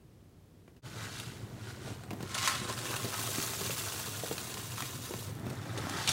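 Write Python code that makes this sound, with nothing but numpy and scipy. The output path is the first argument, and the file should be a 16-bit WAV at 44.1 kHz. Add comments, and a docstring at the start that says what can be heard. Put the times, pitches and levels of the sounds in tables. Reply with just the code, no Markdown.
"""Quiet room air and faint handling knocks come first; the level dips briefly, and a pan rumbles on a hob.
Rolled oats slide in a cardboard carton as it is lifted and tipped, stream into the saucepan of water with
knocks and ticks, and slide back as the carton is righted. Flakes are crowds of tiny cracks and rings,
knocks are damped tones, ticks are noise bursts and the simmer is filtered noise, grains and bubbles.
A small kitchen answers with a short tail that shifts as the hand-held microphone drifts."""
import sys
import numpy as np
from scipy import signal
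from scipy.fft import rfft, irfft, next_fast_len
from scipy.io import wavfile
from scipy.ndimage import map_coordinates

SR = 44100
rng = np.random.default_rng(int(sys.argv[2]) if len(sys.argv) > 2 else 0)


def wav_out(sig):
    """Save sig, one row per channel (or a flat mono array), as 16-bit PCM at SR to the path in sys.argv[1]."""
    wavfile.write(sys.argv[1], SR, np.round(np.clip(np.atleast_2d(sig).T, -1, 1) * 32767).astype(np.int16))


N = 269892
TOP_HZ = 15800  # upper band limit

# colour of dull blows and surface bubbles: freq_hz, density_db (per Hz)
KNOCK_BODY = [(30, -63), (80, -2), (150, 3), (300, 0), (700, 5), (1200, -6.5), (2500, -7), (8000, -21)]
# colour of flakes running over the carton's lip: freq_hz, density_db (per Hz)
HISS = [(40, -57), (1500, -6), (3000, -3.5), (4300, -0.5), (5200, -1.5), (6500, 1), (8300, -0.5),
        (10000, -2.5), (12000, -5), (15500, -5)]
# resonances of the air in the pan: freq_hz, width_hz, lift_db
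PAN_MODES = [(388, 40, 5), (665, 50, 4), (1050, 70, 6), (1270, 60, 2), (1460, 80, 3), (2780, 160, 4),
             (3330, 100, 3), (3750, 280, 3), (6100, 180, 2)]
# flow of oats over the lip, a trickle, a full stream, then thinning: time_s, level_db
FLOW = [(2.581, -58), (2.9, -45), (3.11, -46), (3.22, -39.5), (3.68, -40), (4.03, -44), (4.92, -47.5),
        (5.25, -48.5), (5.35, -63.5)]


def amp(db):
    """Decibels to gain."""
    return 10 ** (np.asarray(db) / 20)


def unit(x):
    """Scale to rms 1."""
    return x / np.sqrt(np.mean(x ** 2) + 1e-20)


def along(points, hz):
    """Read (freq_hz, value) points on a log frequency axis."""
    freq_hz, value = np.transpose(points)
    return np.interp(np.log(hz + 1), np.log(freq_hz), value)


def colour(x, spectrum, modes=()):
    """Minimum-phase filter: a broad spectrum with resonances on top; white input keeps its power."""
    m = next_fast_len(N + 8192) * 2
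    hz = np.fft.rfftfreq(m, 1 / SR)
    db = along(spectrum, hz)
    for freq_hz, width_hz, lift_db in modes:
        db = db + lift_db / (1 + (2 * (hz - freq_hz) / width_hz) ** 2)
    # folding the cepstrum onto positive time makes the filter causal
    cepstrum = irfft(np.log(unit(amp(db))))
    cepstrum[1:m // 2] *= 2
    cepstrum[m // 2 + 1:] = 0
    return irfft(rfft(x, m) * np.exp(rfft(cepstrum)))[:N]


def wobble(rate):
    """A smooth random curve, rate knots a second."""
    knots = rng.standard_normal(int(N * rate / SR) + 4)
    return map_coordinates(knots, [np.arange(N) * rate / SR])


def scatter_sounds(start, sounds):
    """Sum a row of sounds, each from its own start sample, and scale to rms 1."""
    where = start + np.arange(sounds.shape[1])
    return unit(np.bincount(where.ravel(), sounds.ravel(), N)[:N])


def grains(rate, spread_db, life, pitched):
    """Tiny contacts, each a crack (life in s) plus a longer ring at its own pitch; pitched is the ring's power share."""
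    count, t = int(rate * N / SR), np.arange(SR // 125) / SR
    start, pitch, phase = rng.random((count, 3)).T[:, :, None]
    size = amp(spread_db * np.minimum(rng.standard_normal((count, 1)), 2))
    share = np.clip(pitched, 0, 1)
    ring = unit(np.sin(2 * np.pi * (pitch * TOP_HZ * t + phase)) * np.exp(-t / (2 * life)))
    crack = unit(rng.standard_normal((count, len(t))) * np.exp(-t / life))
    contact = size * (np.sqrt(share) * ring + np.sqrt(1 - share) * crack)
    return scatter_sounds((start * N).astype(int), contact)


def bubbles(rate, centre_hz, scatter, cycles):
    """Small bubbles: each rings for a few cycles, rising slightly in pitch; rms 1."""
    count, t = int(rate * N / SR), np.arange(SR // 30) / SR
    radius, strength = rng.standard_normal((count, 2)).T[:, :, None]
    turns = centre_hz * np.exp(-scatter * radius) * t
    size = amp(2.3 * np.minimum(strength + radius, 2))  # big bubbles are low and loud
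    tone = np.sin(2 * np.pi * turns * (1 + 3 * t))
    ring = size * tone * np.exp(-turns / cycles) * (1 - np.exp(-2 * turns))
    return scatter_sounds(rng.integers(N, size=(count, 1), dtype=int), ring)


def add(track, s, sound):
    """Mix a sound into a track at time s."""
    part = track[round(s * SR):][:len(sound)]
    part += sound[:len(part)]


def room_air():
    """Steady noise of the quiet room, strongest in the bass."""
    # freq_hz, density_db (per Hz)
    air_spectrum = [(15, -55), (28, -22), (48, -4), (75, -1), (110, 2), (200, -7.5), (380, -10),
                    (560, -18.5), (800, -24), (1500, -29.5), (4000, -34), (15500, -40)]
    return amp(-57) * unit(colour(rng.standard_normal(N), air_spectrum))


def kitchen(x):
    """Tiled walls answer with a short tail that varies with pitch and shifts as the hand-held microphone drifts."""
    # decay of the room: freq_hz, t60_s
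    decay = [(150, 0.2), (1500, 0.13), (6000, 0.074), (15000, 0.27)]
    sway_hz = 0.3994  # slow sway of the microphone
    hz, t, z = signal.stft(rng.standard_normal((2, SR // 2)), SR, nperseg=256)
    fading = z * amp(-60 * t / along(decay, hz)[:, None])
    tails = signal.istft(fading, SR, nperseg=256)[1]
    answers = []
    for tail in tails:
        delayed = np.pad(tail, (SR // 400, 0))  # 2.5 ms before the first reflection
        answers.append(signal.fftconvolve(x, delayed / np.linalg.norm(tail))[:N])
    here, there = answers
    drift = 2 * np.pi * sway_hz * np.arange(N) / SR
    return np.cos(drift) * here + np.sin(drift) * there


def simmer():
    """Vapour bubbles collapse on the pan's bottom and drum on the hob; others blip at the surface."""
    # rumble through the hob: freq_hz, density_db (per Hz)
    rumble_spectrum = [(20, -40), (45, -23), (70, -14.5), (95, 1), (125, 4.5), (155, -6), (220, -12.5),
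                       (400, -39.5)]
    # murmur of collapsing bubbles: freq_hz, density_db (per Hz)
    murmur_spectrum = [(30, -33), (100, -12.5), (180, 0), (270, -2), (400, -3.5), (560, -15.5),
                       (900, -12.5), (2000, -20), (8000, -51)]
    # the pan on the glass top: freq_hz, width_hz, lift_db
    hob_modes = [(107.7, 57, 3.5)]
    # the even simmer surges now and then: peak_s, half_length_s, rumble_lift_db, murmur_lift_db
    surges = [(1.025, 0.014, 8, 0.5), (1.883, 0.064, 1, 6), (2.16, .07, 2, 2.5), (2.638, 0.2, 1.5, 2.5),
              (3.055, 0.023, 5, 6), (5.31, 0.096, 6.5, 2.5), (5.494, 0.082, 5.5, 8), (5.858, 0.22, 6.5, 9)]
    t = np.arange(N) / SR
    rumble_db, murmur_db = np.full(N, -47.0), np.full(N, -51.5)
    for peak_s, length_s, rumble_lift_db, murmur_lift_db in surges:
        swell = np.exp(-((t - peak_s) / length_s) ** 2)
        rumble_db += rumble_lift_db * swell
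        murmur_db += murmur_lift_db * swell
    boom = unit(colour(rng.standard_normal(N), rumble_spectrum, hob_modes))
    pops = unit(colour(grains(rate=900, spread_db=1.0, life=0.0014, pitched=0), murmur_spectrum))
    blips = unit(colour(bubbles(rate=170, centre_hz=525, scatter=0.481, cycles=3.3), KNOCK_BODY))
    return amp(rumble_db) * boom + amp(murmur_db) * (amp(-1.0) * pops + amp(-6.5) * blips)


def knocks(t60=0.024, thump_db=-6, scuff_db=3, scuff_t60=0.03):
    """A few damped cycles over a lower thump, with a short dull scuff."""
    # dull knocks and plops from handling, the carton and the pan: start_s, level_db, pitch_hz
    blows = [(0.679, -46, 340), (0.765, -46, 270), (1.874, -38, 600), (2.11, -28.5, 264), (2.131, -29, 263),
             (2.205, -30, 262), (2.23, -31.5, 340), (2.615, -31, 210), (2.652, -34.5, 275),
             (2.9, -28.5, 385), (3.045, -29, 382), (3.382, -27, 282), (3.611, -26, 396), (3.696, -28, 403),
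             (4.235, -28, 484), (4.312, -26, 465), (5.108, -29.5, 420), (5.138, -27.5, 420),
             (5.465, -31, 228), (5.784, -33, 443), (5.868, -34, 754), (6.085, -25.5, 127)]
    out, t = np.zeros(N), np.arange(SR // 8) / SR
    onset = 1 - np.exp(-t / 0.00088)
    for start_s, level_db, pitch_hz in blows:
        ring = np.sin(2 * np.pi * pitch_hz * t) * amp(-60 * t / t60)
        thump_hz = pitch_hz * rng.uniform(0.436, 0.85)
        thump = amp(thump_db - 60 * t / 0.035) * np.sin(2 * np.pi * thump_hz * t)
        scuff = amp(scuff_db - 60 * t / scuff_t60) * rng.standard_normal(len(t))
        add(out, start_s, amp(level_db - 9.5) * (ring + thump + scuff) * onset)
    return colour(out, KNOCK_BODY)


def heap():
    """Gains of board and flakes: each slide gathers speed and dies away; a skid starts at once."""
    # slides as the carton is lifted, tipped, righted: peak_s, flakes_db, rise_s, fall_s, board_re_flakes_db
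    slides = [(0.865, -55.5, .02, .05, 1.5), (1.04, -47.5, 0.13, 0.1, 1), (1.19, -46.5, 0.18, 0.16, -2.5),
              (1.69, -50.5, 0.089, 0.091, 1), (1.87, -50, 0.058, 0.12, -3.5),
              (2.465, -31.5, 0.084, 0.094, -2), (5.49, -56, 0.04, 0.32, 2), (5.98, -44.5, 0.24, 0.17, 5),
              (6.04, -40.5, 0.096, 0.15, -15)]
    # the heap gives way and skids along the board: start_s, flakes_db, length_s, board_re_flakes_db
    skids = [(2.345, -33, 0.019, -0.5), (2.379, -33.5, 0.013, -1), (2.475, -25, 0.0062, 3),
             (2.478, -31.5, 0.011, -14), (5.775, -41, .014, 3), (6.075, -26, 0.017, -9),
             (6.091, -23.5, 0.0061, -6.5), (6.094, -32, 0.062, -8)]
    t = np.arange(N) / SR
    power = np.zeros((2, N))
    for peak_s, level_db, rise_s, fall_s, board_db in slides:
        gain = amp(level_db) * np.exp(-np.maximum((peak_s - t) / rise_s, (t - peak_s) / fall_s))
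        power += np.outer([amp(board_db), 1], gain) ** 2
    for start_s, level_db, length_s, board_db in skids:
        gain = amp(level_db) * (t >= start_s) * np.exp(-((t - start_s) / length_s) ** 2)
        power += np.outer([amp(board_db), 1], gain) ** 2
    return np.sqrt(power)


def carton():
    """Flakes rub each other and scrape the cardboard, whose hollow ring changes as it tilts and empties."""
    # scraped cardboard, then rubbing flakes: freq_hz, density_db (per Hz)
    board_spectrum = [(40, -58), (300, -34), (600, -5), (850, -3), (1100, -2), (1500, 0.5), (2100, -4.5),
                      (2800, -13), (5000, -27)]
    flake_spectrum = [(40, -75), (1200, -23), (2200, -2.5), (2900, -0.5), (3900, 1.5), (5000, -2),
                      (6600, -2.5), (9000, -6.5), (12000, -15), (15500, -22)]
    # carton resonances in each pose: freq_hz, width_hz, lift_db
    lifting_modes = [(1470, 200, 6), (2020, 200, 3), (3000, 250, 2)]
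    tipping_modes = [(1070, 43, 10), (1344, 240, 6.7), (2040, 250, 5)]
    righting_modes = [(774, 90, 7.8), (1070, 270, 2.2), (3550, 220, 3.8), (5550, 1300, 1.9)]
    tip_s, right_s = 2.15, 5.3  # the carton is tipped, and righted again
    scrape = amp(-2.5) * grains(rate=1500, spread_db=2, life=0.00083, pitched=0.26)
    rustle = amp(-1.5) * grains(rate=2400, spread_db=-1.0, life=0.00088, pitched=0.3)
    board, flakes = heap()
    pose = np.digitize(np.arange(N) / SR, [tip_s, right_s])
    out = np.zeros(N)
    for k, modes in enumerate([lifting_modes, tipping_modes, righting_modes]):
        out += colour((pose == k) * board * scrape, board_spectrum, modes)
        out += colour((pose == k) * flakes * rustle, flake_spectrum, modes)
    return out


def pour():
    """Gains of landing and sliding: both follow the flow, and the heap in the pan cushions the landing."""
    full_stream_db = -39  # landing gain in the bare pan
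    patter_grows = 0.24  # dB of patter for each dB of flow
    cushion_db_per_s = 4  # the growing heap softens the landing
    s, level_db = np.transpose(FLOW)
    t = np.arange(N) / SR
    gate = np.clip(1 + np.minimum(t - s[0], s[-1] - t) / 0.05, 0, 1)  # 50 ms fades outside the flow
    sliding = gate * amp(np.interp(t, s, level_db))
    bare_pan = (sliding / sliding.max()) ** patter_grows
    landing = amp(full_stream_db - cushion_db_per_s * (t - s[0])) * bare_pan
    return landing, sliding


def stray_ticks():
    """Lesser clumps land at random while the oats run, their strength following the patter's gain."""
    rate_per_s, over_landing_db, spread_db, hollow_re_crack_db = 7, 13, 3, -13.5
    start, end = FLOW[0][0], FLOW[-1][0]
    landing, _ = pour()
    when, strength = rng.random((int(rate_per_s * (end - start)), 2)).T
    s = start + when * (end - start)
    landing_db = 20 * np.log10(landing[(s * SR).astype(int)])
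    db = landing_db + over_landing_db + spread_db * (2 * strength - 1)
    return list(zip(s, db, db + hollow_re_crack_db))


def ticks(crack_db=-7, crack_t60=0.019, ring_db=8, ring_t60=0.014):
    """A sharp dry crack of noise, and a short hollow answer."""
    # the clearest dry ticks, a handling click, then clumps striking: start_s, crack_level_db, hollow_level_db
    clear_ticks = [(0.6779, -69, -63), (1.1992, -27, -60), (2.036, -42, -49), (2.1066, -38, -42.5),
                   (2.2271, -33, -46), (2.9398, -31, -37), (3.1415, -28, -35), (3.382, -31, -42),
                   (4.3808, -25.5, -40.5), (4.5414, -27.5, -50), (4.78, -37, -38), (4.8052, -24.5, -42),
                   (4.8226, -27.5, -37), (5.1377, -39, -44), (5.5015, -34.5, -60), (5.8957, -26, -55)]
    cracks, rings, t = np.zeros(N), np.zeros(N), np.arange(SR // 20) / SR
    for start_s, level_db, hollow_db in [*clear_ticks, *stray_ticks()]:
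        crack = amp(level_db + crack_db - 60 * t / crack_t60) * rng.standard_normal(len(t))
        ring = amp(hollow_db + ring_db - 60 * t / ring_t60) * rng.standard_normal(len(t))
        add(cracks, start_s, crack)
        add(rings, start_s, ring)
    # freq_hz, density_db (per Hz)
    crisp = [(60, -48), (1000, -34), (2500, 11), (4500, 7.5), (8000, 5.5), (15500, -8)]
    hollow = [(40, -17), (350, -26.5), (700, 0.0), (1100, 6), (1800, -1.5), (3000, -6.5), (8000, -20)]
    return colour(cracks, crisp) + colour(rings, hollow)


def stragglers():
    """Single flakes drop from the lip after the stream has stopped and click in the pan, thinning out."""
    thinning_s = 0.43
    since = np.arange(N) / SR - FLOW[-1][0]
    clicks = grains(rate=40, spread_db=3, life=.0003, pitched=.2)
    gain = amp(-63) * (since > 0) * np.exp(-(since / thinning_s) ** 2)
    return colour(gain * clicks, HISS, PAN_MODES)


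def stream():
    """Flakes hiss over the carton's lip and patter into the pan; strays click on its wall."""
    # flakes landing in the pan: freq_hz, density_db (per Hz)
    patter_spectrum = [(30, -68), (250, -1), (450, -1.5), (620, -2), (850, -3.5), (1100, 0.5), (1600, -1),
                       (2200, -6), (3800, -4.5), (5200, -7), (9000, -9.5), (15500, -40)]
    landing, sliding = pour()
    impacts = grains(rate=900, spread_db=-1, life=0.0011, pitched=0.36)
    fine = grains(rate=1800, spread_db=2.2, life=0.001, pitched=0.3)
    strays = grains(rate=70, spread_db=3, life=.0003, pitched=.3)
    clumps = amp(1.75 * wobble(55))  # the flow leaves the lip in uneven clumps
    patter = colour(amp(-1.5) * landing * clumps * impacts, patter_spectrum, PAN_MODES)
    hiss = colour(sliding * (amp(-0.5) * clumps * fine + amp(-13) * strays), HISS, PAN_MODES)
    return patter + hiss


def scene():
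    """Room air and handling first; the level dips briefly to nothing, then simmer and carton join in."""
    since_dip = np.arange(N) / SR - 0.817
    after_dip = since_dip > 0
    near = after_dip * carton() + stream() + stragglers() + knocks() + ticks()
    dip = np.clip(np.abs(since_dip) / .035, 0, 1) ** 1.3  # 35 ms down, 35 ms up
    mix = near + amp(-4) * kitchen(near) + after_dip * simmer() + room_air()
    return (dip * mix)[None]


def record(dry):
    """Nothing is kept above the band limit."""
    m = next_fast_len(N + 8192)
    in_band = np.fft.rfftfreq(m, 1 / SR) < TOP_HZ
    return irfft(rfft(dry, m) * in_band, m)[:, :N]


dry = scene()
out = record(dry)
wav_out(out)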